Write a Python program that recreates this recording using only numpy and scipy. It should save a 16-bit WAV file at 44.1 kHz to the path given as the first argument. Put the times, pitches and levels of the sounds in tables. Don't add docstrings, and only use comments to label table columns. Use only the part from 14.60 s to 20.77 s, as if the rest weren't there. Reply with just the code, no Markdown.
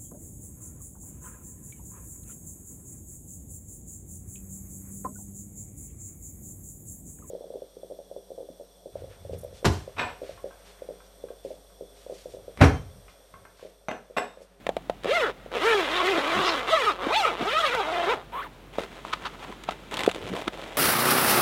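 import sys
import numpy as np
from scipy import signal
from scipy.fft import rfft, irfft
from scipy.io import wavfile
from scipy.ndimage import uniform_filter1d

SR = 44100
rng = np.random.default_rng(int(sys.argv[2]) if len(sys.argv) > 2 else 0)


def transcribe(u):
    v = np.clip(np.atleast_2d(u).T, -1, 1)
    q = np.round(v * 32767).astype(np.int16)
    wavfile.write(sys.argv[1], SR, q)


N = 272097
TIME = np.arange(N) / SR

# f/Hz, relative level/dB per Hz
SCRAPE_SPECTRUM = [(200, -11), (420, 4), (1250, 3), (3700, -6.5), (4700, -20), (16000, -40.5)]
# f/Hz, relative level/dB per Hz
TICK_SPECTRUM = [(300, 3.5), (1500, 4.5), (3500, 7), (5400, -10), (7600, -7), (16000, -24.5)]


def undb(db):
    return 10 ** (np.asarray(db) / 20)


def unit(x):
    return x / np.sqrt(np.mean(x ** 2))


def add(out, s, sound):
    i = max(int(s * SR), 0)
    out[i:i + len(sound)] += sound[:N - i]


def colour(x, points, size=2048):
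    hz, db = np.transpose(points)
    log_gain = np.interp(np.log(np.fft.rfftfreq(size, 1 / SR) + 1), np.log(hz), np.log(undb(db)))
    cepstrum = irfft(log_gain)[:size // 2]
    cepstrum[1:] *= 2
    response = irfft(np.exp(rfft(cepstrum, size)))
    return signal.oaconvolve(x, response / np.linalg.norm(response))[:len(x)]


def resonate(x, hz, q):
    return signal.lfilter(*signal.iirpeak(hz, q, fs=SR), x)


def walk(rate):
    k = int(SR / rate)
    steps = np.repeat(rng.standard_normal(N // k + 1), k)
    return 1.2 * uniform_filter1d(steps, k)[:N]


def steady(x, size=900):
    return x / np.sqrt(np.abs(uniform_filter1d(x ** 2, size)) + 1e-9)


def forest(air_db=-50, drone_hz=47.1, drone_db=-53, q=10):
    # f/Hz, relative level/dB per Hz
    air_spectrum = [(30, -5), (150, 12), (650, 3), (1200, -3), (3500, -8), (5000, -17), (16000, -24.5)]
    air = unit(colour(rng.standard_normal(N), air_spectrum)) * undb(air_db)
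    drone = resonate(resonate(rng.standard_normal(N), drone_hz, q), drone_hz, q)
    return air + undb(drone_db) * steady(drone, size=2800)


def knocks(cycles=0.85, crack_s=0.0027, ring_db=-19, ring_s=0.014, bag_hz=720, snap_db=-7,
           thud_hz=175, thud_db=-24, thud_s=0.016):
    # t/s, level/dB, ring f/Hz, crack level/dB (before halving, relative to the knock)
    knock_list = [(0.0667, -17.5, 646, 2), (0.091, -10.5, 614, -7), (0.1668, -14.5, 585, -6),
                  (0.2972, -11.5, 590, -6), (0.445, -18.5, 467, -2), (0.456, -15.5, 517, -11),
                  (0.861, -30, 527, -9), (0.917, -34.5, 700, 6.5), (1.58, -16.5, 405, -25),
                  (2.468, -17.5, 317, -6), (3.149, -20, 606.8, 8.5), (4.184, -13, 580, -10),
                  (4.45, -23, 1120, -6.5), (5.088, -12.5, 774, -20), (5.4764, -4.5, 440, -36),
                  (5.736, -22, 388, -3), (5.879, -21, 523, 8.5)]
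    out, t = np.zeros(N), TIME[:SR // 10]
    for s, db, hz, crack_db in knock_list:
        noise = rng.standard_normal((3, len(t)))
        age = t * hz / cycles
        swing = -(age * np.exp(1 - age)) ** 2 * np.cos(2 * np.pi * hz * t + np.pi)
        grit = colour(noise[0], SCRAPE_SPECTRUM) + undb(snap_db) * colour(noise[2], TICK_SPECTRUM)
        crack = .5 * grit * np.exp(-t / crack_s)
        ring = unit(resonate(resonate(noise[1], hz, q=1.6), bag_hz, q=10.0)) * np.exp(-t / ring_s)
        thud = np.sin(2 * np.pi * thud_hz * t) * np.exp(-t / thud_s)
        knock = swing + undb(crack_db) * crack + undb(ring_db) * ring + undb(thud_db) * thud
        add(out, s, undb(db) * knock)
    return out


def pulling(overlap=12, crawl_hz=175.04, shape=1.7, uneven_per_octave=0.1705, treble_db_per_octave=2):
    # t/s at top speed, top speed f/Hz in teeth per second, speed-up t/s,
    # slow-down t/s, level/dB at top speed, level lost/dB per octave of slowing, unevenness 0-1 at top speed,
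    # cover resonance f/Hz, its lift/dB, treble level/dB at top speed
    pulls = [(0.558, 702.3, 0.1, .125, -23.5, 4, 0.24, 496, 8.5, 5.5),
             (0.96, 229.5, 0.039, 0.068, -26, 2, 0.47, 493, 7, 3.5),
             (1.075, 475, 0.09, 0.27, -19.5, 11.5, 0.29, 406.8, 3.5, 5.5),
             (1.399, 376, .24, .095, -25, 11, 0.48, 1080, 6, 5.5),
             (1.502, 387.7, .2, 0.18, -23, 2.5, .4, 388.3, 5.5, 5.5),
             (1.81, 368.6, 0.41, 0.35, -23.5, 13, 0.52, 1147, 7, 5),
             (2.128, 675.2, 0.051, 0.17, -23.5, 3, 0.26, 1122, 7.5, 7),
             (2.255, 469.7, 0.048, 0.099, -24, 10.5, 0.34, 1169, 2.5, 6.5),
             (2.455, 284.4, 0.076, 0.21, -28, 7.5, 0.59, 1130, 7, 0),
             (2.579, 875.4, 0.088, .125, -22.5, 4.5, .27, 851, 8.5, 7),
             (2.998, 662.6, 0.19, .2, -24, 6, .3, 1260, 4.5, 7.5),
             (3.125, 515, 0.1, 0.18, -26.5, 6, 0.4, 1300, 8, 4.5),
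             (3.437, 352.3, 0.65, 0.22, -26, 18.5, 0.43, 720, 8.5, 1),
             (3.525, 498.5, 0.13, 0.035, -22, 5.5, 0.31, 502.3, -2.5, -4)]
    columns = np.transpose(pulls)[:, :, None]
    s, top_hz, rise_s, fall_s, db, swell_db, uneven, cover_hz, cover_db, treble_db = columns
    t = TIME[::40]
    age = np.abs(t - s) / np.where(t < s, rise_s, fall_s)
    speed = top_hz * np.exp(-np.minimum(age ** shape, 4))
    slower = np.log2(top_hz / speed)
    controls = (np.maximum(speed, crawl_hz),
                db - swell_db * slower,
                np.minimum(uneven + uneven_per_octave * slower, .6),
                cover_hz,
                cover_db,
                treble_db - treble_db_per_octave * slower)
    lead = (speed / speed.max(0)) ** overlap
    return [np.interp(TIME, t, (lead * c).sum(0) / lead.sum(0)) for c in controls]


def clicks(places, sizes, order=8):
    out = np.zeros(N)
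    taps = places.astype(int)[:, None] + np.arange(1 - order, order + 1)
    offset = taps - places[:, None]
    kernel = np.sinc(offset) * np.sinc(offset / order)
    np.add.at(out, np.clip(taps, 0, N - 1), sizes[:, None] * kernel)
    return out


def folds(x, spread_s=0.003013, drift_s=0.00018, count=6):
    out = np.zeros(N)
    for k in range(count):
        arrival = TIME - spread_s * rng.random() - drift_s * walk(18)
        out += (-1) ** k * np.interp(arrival, TIME, x)
    return out


def flexing(x, strain, flex_db=3.8, lowest_hz=450, q=4, count=7):
    for k in range(count):
        lift_db = flex_db * np.sqrt(strain) * np.clip(walk(70), -2, 1)
        x = x + (undb(lift_db) - 1) * resonate(x, lowest_hz * 2 ** (k / 2), q)
    return x


def glide_resonance(x, hz, width_hz):
    turn = np.exp(2j * np.pi * np.cumsum(hz) / SR)
    pole = np.exp(-np.pi * width_hz / SR)
    return 2 * np.real(turn * signal.lfilter([1 - pole], [1, -pole], x * turn.conj()))


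def zipper(jitter=0.08, waver=.08, scatter_db=3, scrape_s=0.0019, scrape_db=-5.5, cover_width_hz=140,
           treble_hz=1700, fold_hz=520, surge_db=1.0, judder_db=0.96, patch_q=7.0, start_s=0.053, stop_s=0.028):
    # f/Hz, relative level/dB per Hz
    tooth_spectrum = [(150, -19), (250, -3), (400, 8), (700, 4.5), (950, -1.5), (1200, 5), (1550, -2),
                      (3700, -8.5), (4600, -19.5), (7000, -26.5), (16000, -40.5)]
    # from t/s, to t/s
    runs = [(0.425, 0.729), (0.907, 3.65)]
    # t/s at the middle, Gaussian half length t/s, ring f/Hz, lift level/dB
    patches = [(0.524, 0.0077, 560, 5.5), (0.587, 0.025, 2070, 9), (0.652, 0.024, 1470, 14),
               (1.375, 0.028, 3600, 9.5), (1.414, .012, 1111, 6.5), (1.898, 0.023, 4160, 11),
               (1.886, .025, 5180, 14.5), (2.128, 0.019, 673, 11.5), (2.161, .014, 1187, 8),
               (2.291, 0.017, 1190, 12), (2.522, 0.011, 1140, 11), (2.57, 0.026, 4064, 8),
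               (2.669, .035, 1263, 8.5), (2.84, 0.023, 729.3, 11.5), (3.025, 0.031, 1230, 6.5),
               (3.195, 0.021, 798.6, 12), (3.333, 0.11, 336, -13)]
    rate, level_db, uneven, cover_hz, cover_db, treble_db = pulling()
    passed = np.cumsum(rate * (1 + waver * uneven * walk(90))) / SR
    teeth = np.arange(1, int(passed[-1]))
    chance = rng.standard_normal((len(teeth), 2)).T
    rough = np.interp(teeth, passed, uneven)
    places = np.interp(teeth + jitter * rough * chance[0], passed, np.arange(N))
    snaps = -clicks(places, undb(scatter_db * rough * chance[1]))

    grip = signal.lfilter([1], [1, -np.exp(-1 / (scrape_s * SR))], snaps)
    friction = steady(colour(grip * rng.standard_normal(N), SCRAPE_SPECTRUM))
    buzz = colour(steady(snaps), tooth_spectrum) + 2 * uneven * undb(scrape_db) * friction

    treble = signal.sosfiltfilt(signal.butter(2, treble_hz, "high", fs=SR, output="sos"), buzz)
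    fold = rate / fold_hz
    scattered = (treble + fold * np.std(treble) * steady(folds(treble))) / np.hypot(1, fold)
    brightened = buzz - treble + undb(treble_db + surge_db * walk(40)) * scattered
    buzz = flexing(brightened, np.minimum(fold, 1) ** 2)

    buzz = buzz + (undb(cover_db) - 1) * glide_resonance(buzz, cover_hz, cover_width_hz)
    moving = np.zeros(N)
    for start, stop in runs:
        moving += np.clip(np.minimum((TIME - start) / start_s, (stop - TIME) / stop_s), 0, 1)
    buzz = steady(buzz, size=4400) * undb(level_db + judder_db * uneven * walk(110)) * moving

    out = buzz.copy()
    for s, length, hz, db in patches:
        nearness = np.exp(-.5 * ((TIME - s) / length) ** 2)
        out += (undb(db) - 1) * nearness * resonate(buzz, hz, patch_q)
    return out


def ticks(snap_s=0.0016, tail_db=-12.0, tail_s=0.01, gain_db=-7.0, crackle_db=4):
    # t/s, level/dB (before gain_db and the tick spectrum)
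    tick_list = [(0.435, -27.5), (5.037, -25), (5.109, -25), (5.312, -24.5), (5.341, -18), (5.37, -15.5),
                 (5.392, -14.5), (5.406, -16), (5.435, -15), (5.448, -30), (5.463, -13), (5.491, -20),
                 (5.496, -19.5), (5.514, -19), (5.547, -22)]
    out, t = np.zeros(N), TIME[:SR // 20]
    crackle = unit(undb(crackle_db * walk(900)))
    for s, db in tick_list:
        tail = undb(tail_db) * np.exp(-t / tail_s) * np.interp(s + t, TIME, crackle)
        add(out, s, undb(db + gain_db) * (np.exp(-t / snap_s) + tail) * rng.standard_normal(len(t)))
    return colour(out, TICK_SPECTRUM)


def bumps(q=1.0):
    # t/s at the middle, level/dB, Gaussian half length t/s, f/Hz
    pushes = [(1.785, -32.5, 0.021, 165), (2.822, -28.5, 0.014, 299.4), (4.897, -38, 0.0097, 332.4),
              (5.648, -39.5, 0.022, 133), (5.724, -32, 0.017, 170), (5.879, -30, 0.0066, 270)]
    out = np.zeros(N)
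    for s, db, length, hz in pushes:
        low = resonate(resonate(rng.standard_normal(N), hz, q), hz, q)
        out += undb(db) * steady(low) * np.exp(-.5 * ((TIME - s) / length) ** 2)
    return out


def squeak(waver=.06, overtone_db=-21, rasp_db=-9, air_db=-25):
    # t/s, f/Hz (before wavering), level/dB
    glide = [(3.722, 903, -48), (3.737, 995, -35.5), (3.795, 1152, -30), (3.814, 1167, -35.5),
             (3.832, 1898, -40.5), (3.847, 1230, -38.5), (3.878, 847, -49)]
    s, hz, db = np.transpose(glide)
    phase = 2 * np.pi * np.cumsum(np.interp(TIME, s, hz) * (1 + waver * walk(600))) / SR
    whistle = unit(np.sin(phase) + undb(overtone_db) * (np.sin(2 * phase) + np.sin(3 * phase)))
    noise = rng.standard_normal(N)
    grip = undb(np.interp(TIME, s, db)) * (TIME > s[0]) * (TIME < s[-1])
    hiss = undb(rasp_db) * colour(noise, SCRAPE_SPECTRUM) + undb(air_db) * noise
    return grip * whistle + np.sqrt(grip * grip.max()) * hiss


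def rustle(grain_db=7, flutter_db=2.0, ring_db=2, q=2.5, attack_s=0.0086, release_s=0.019,
           handling_s=4.13, sleeves_db=-51):
    # f/Hz, relative level/dB per Hz
    cloth_spectrum = [(100, -11), (400, -1.5), (1100, -7), (1600, -9), (3600, -10.5), (4700, -22),
                      (7500, -25), (16000, -40.5)]
    # start t/s, length t/s, level/dB, ring f/Hz
    rubs = [(4.129, 0.037, -40.5, 695), (4.172, 0.065, -36.5, 413), (4.304, 0.1, -47.5, 1310),
            (4.442, 0.11, -41, 1140), (4.582, 0.17, -47.5, 1190), (4.788, 0.14, -44, 1140),
            (5.106, 0.016, -37, 950), (5.313, 0.175, -33, 990), (5.532, 0.2, -38.5, 440),
            (5.744, 0.089, -33.5, 696), (5.92, 0.25, -40.5, 590)]
    slips = rng.standard_normal(N) * undb(grain_db * np.minimum(walk(2500), 2) + flutter_db * walk(60))
    cloth = unit(colour(slips, cloth_spectrum))
    sleeves = unit(colour(rng.standard_normal(N), cloth_spectrum))
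    out = undb(sleeves_db) * (TIME > handling_s) * sleeves
    for s, length, db, hz in rubs:
        attack = np.clip((TIME - s) / attack_s, 0, 1)
        release = np.exp(-np.maximum(TIME - s - length, 0) / release_s)
        out = out + undb(db) * attack * release * unit(cloth + undb(ring_db) * resonate(cloth, hz, q))
    return out


def scuffs(grain_db=4):
    # t/s at the middle, level/dB, half length t/s (where it is 3 dB down)
    slips = [(4.237, -27.5, 0.0011), (4.536, -20.5, 0.0035), (4.663, -26.5, 0.0068), (5.091, -29.5, 0.0043),
             (5.88, -37, 0.0046)]
    # f/Hz, relative level/dB per Hz
    scuff_spectrum = [(500, -8.5), (1250, 10), (2100, -3), (3600, -1.5), (5200, -14.5), (16000, -44)]
    pressure = sum(undb(db) / np.hypot(1, ((TIME - s) / length) ** 2) for s, db, length in slips)
    grit = unit(rng.standard_normal(N) * undb(grain_db * walk(900)))
    return colour(pressure * grit, scuff_spectrum)


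def clearing(x, near_db=-15, near_s=0.0029, trees_db=-32, trees_s=0.22):
    t = TIME[:SR // 2]
    near, trees = rng.standard_normal((2, len(t))) * [t * np.exp(-t / near_s), t * np.exp(-t / trees_s)]
    trees = resonate(trees, 2100, q=0.3)
    response = undb(near_db) * near / np.linalg.norm(near) + undb(trees_db) * trees / np.linalg.norm(trees)
    return x + signal.fftconvolve(x, response)[:N]


def scene():
    handled = knocks() + zipper() + ticks() + bumps() + squeak() + rustle() + scuffs()
    return (forest() + clearing(handled))[None]


def record(dry, low_hz=36, top_hz=15900):
    dry = signal.sosfilt(signal.butter(4, low_hz, "high", fs=SR, output="sos"), dry)
    return signal.sosfilt(signal.ellip(10, .2, 70, top_hz, fs=SR, output="sos"), dry)


dry = scene()
out = record(dry)
transcribe(out)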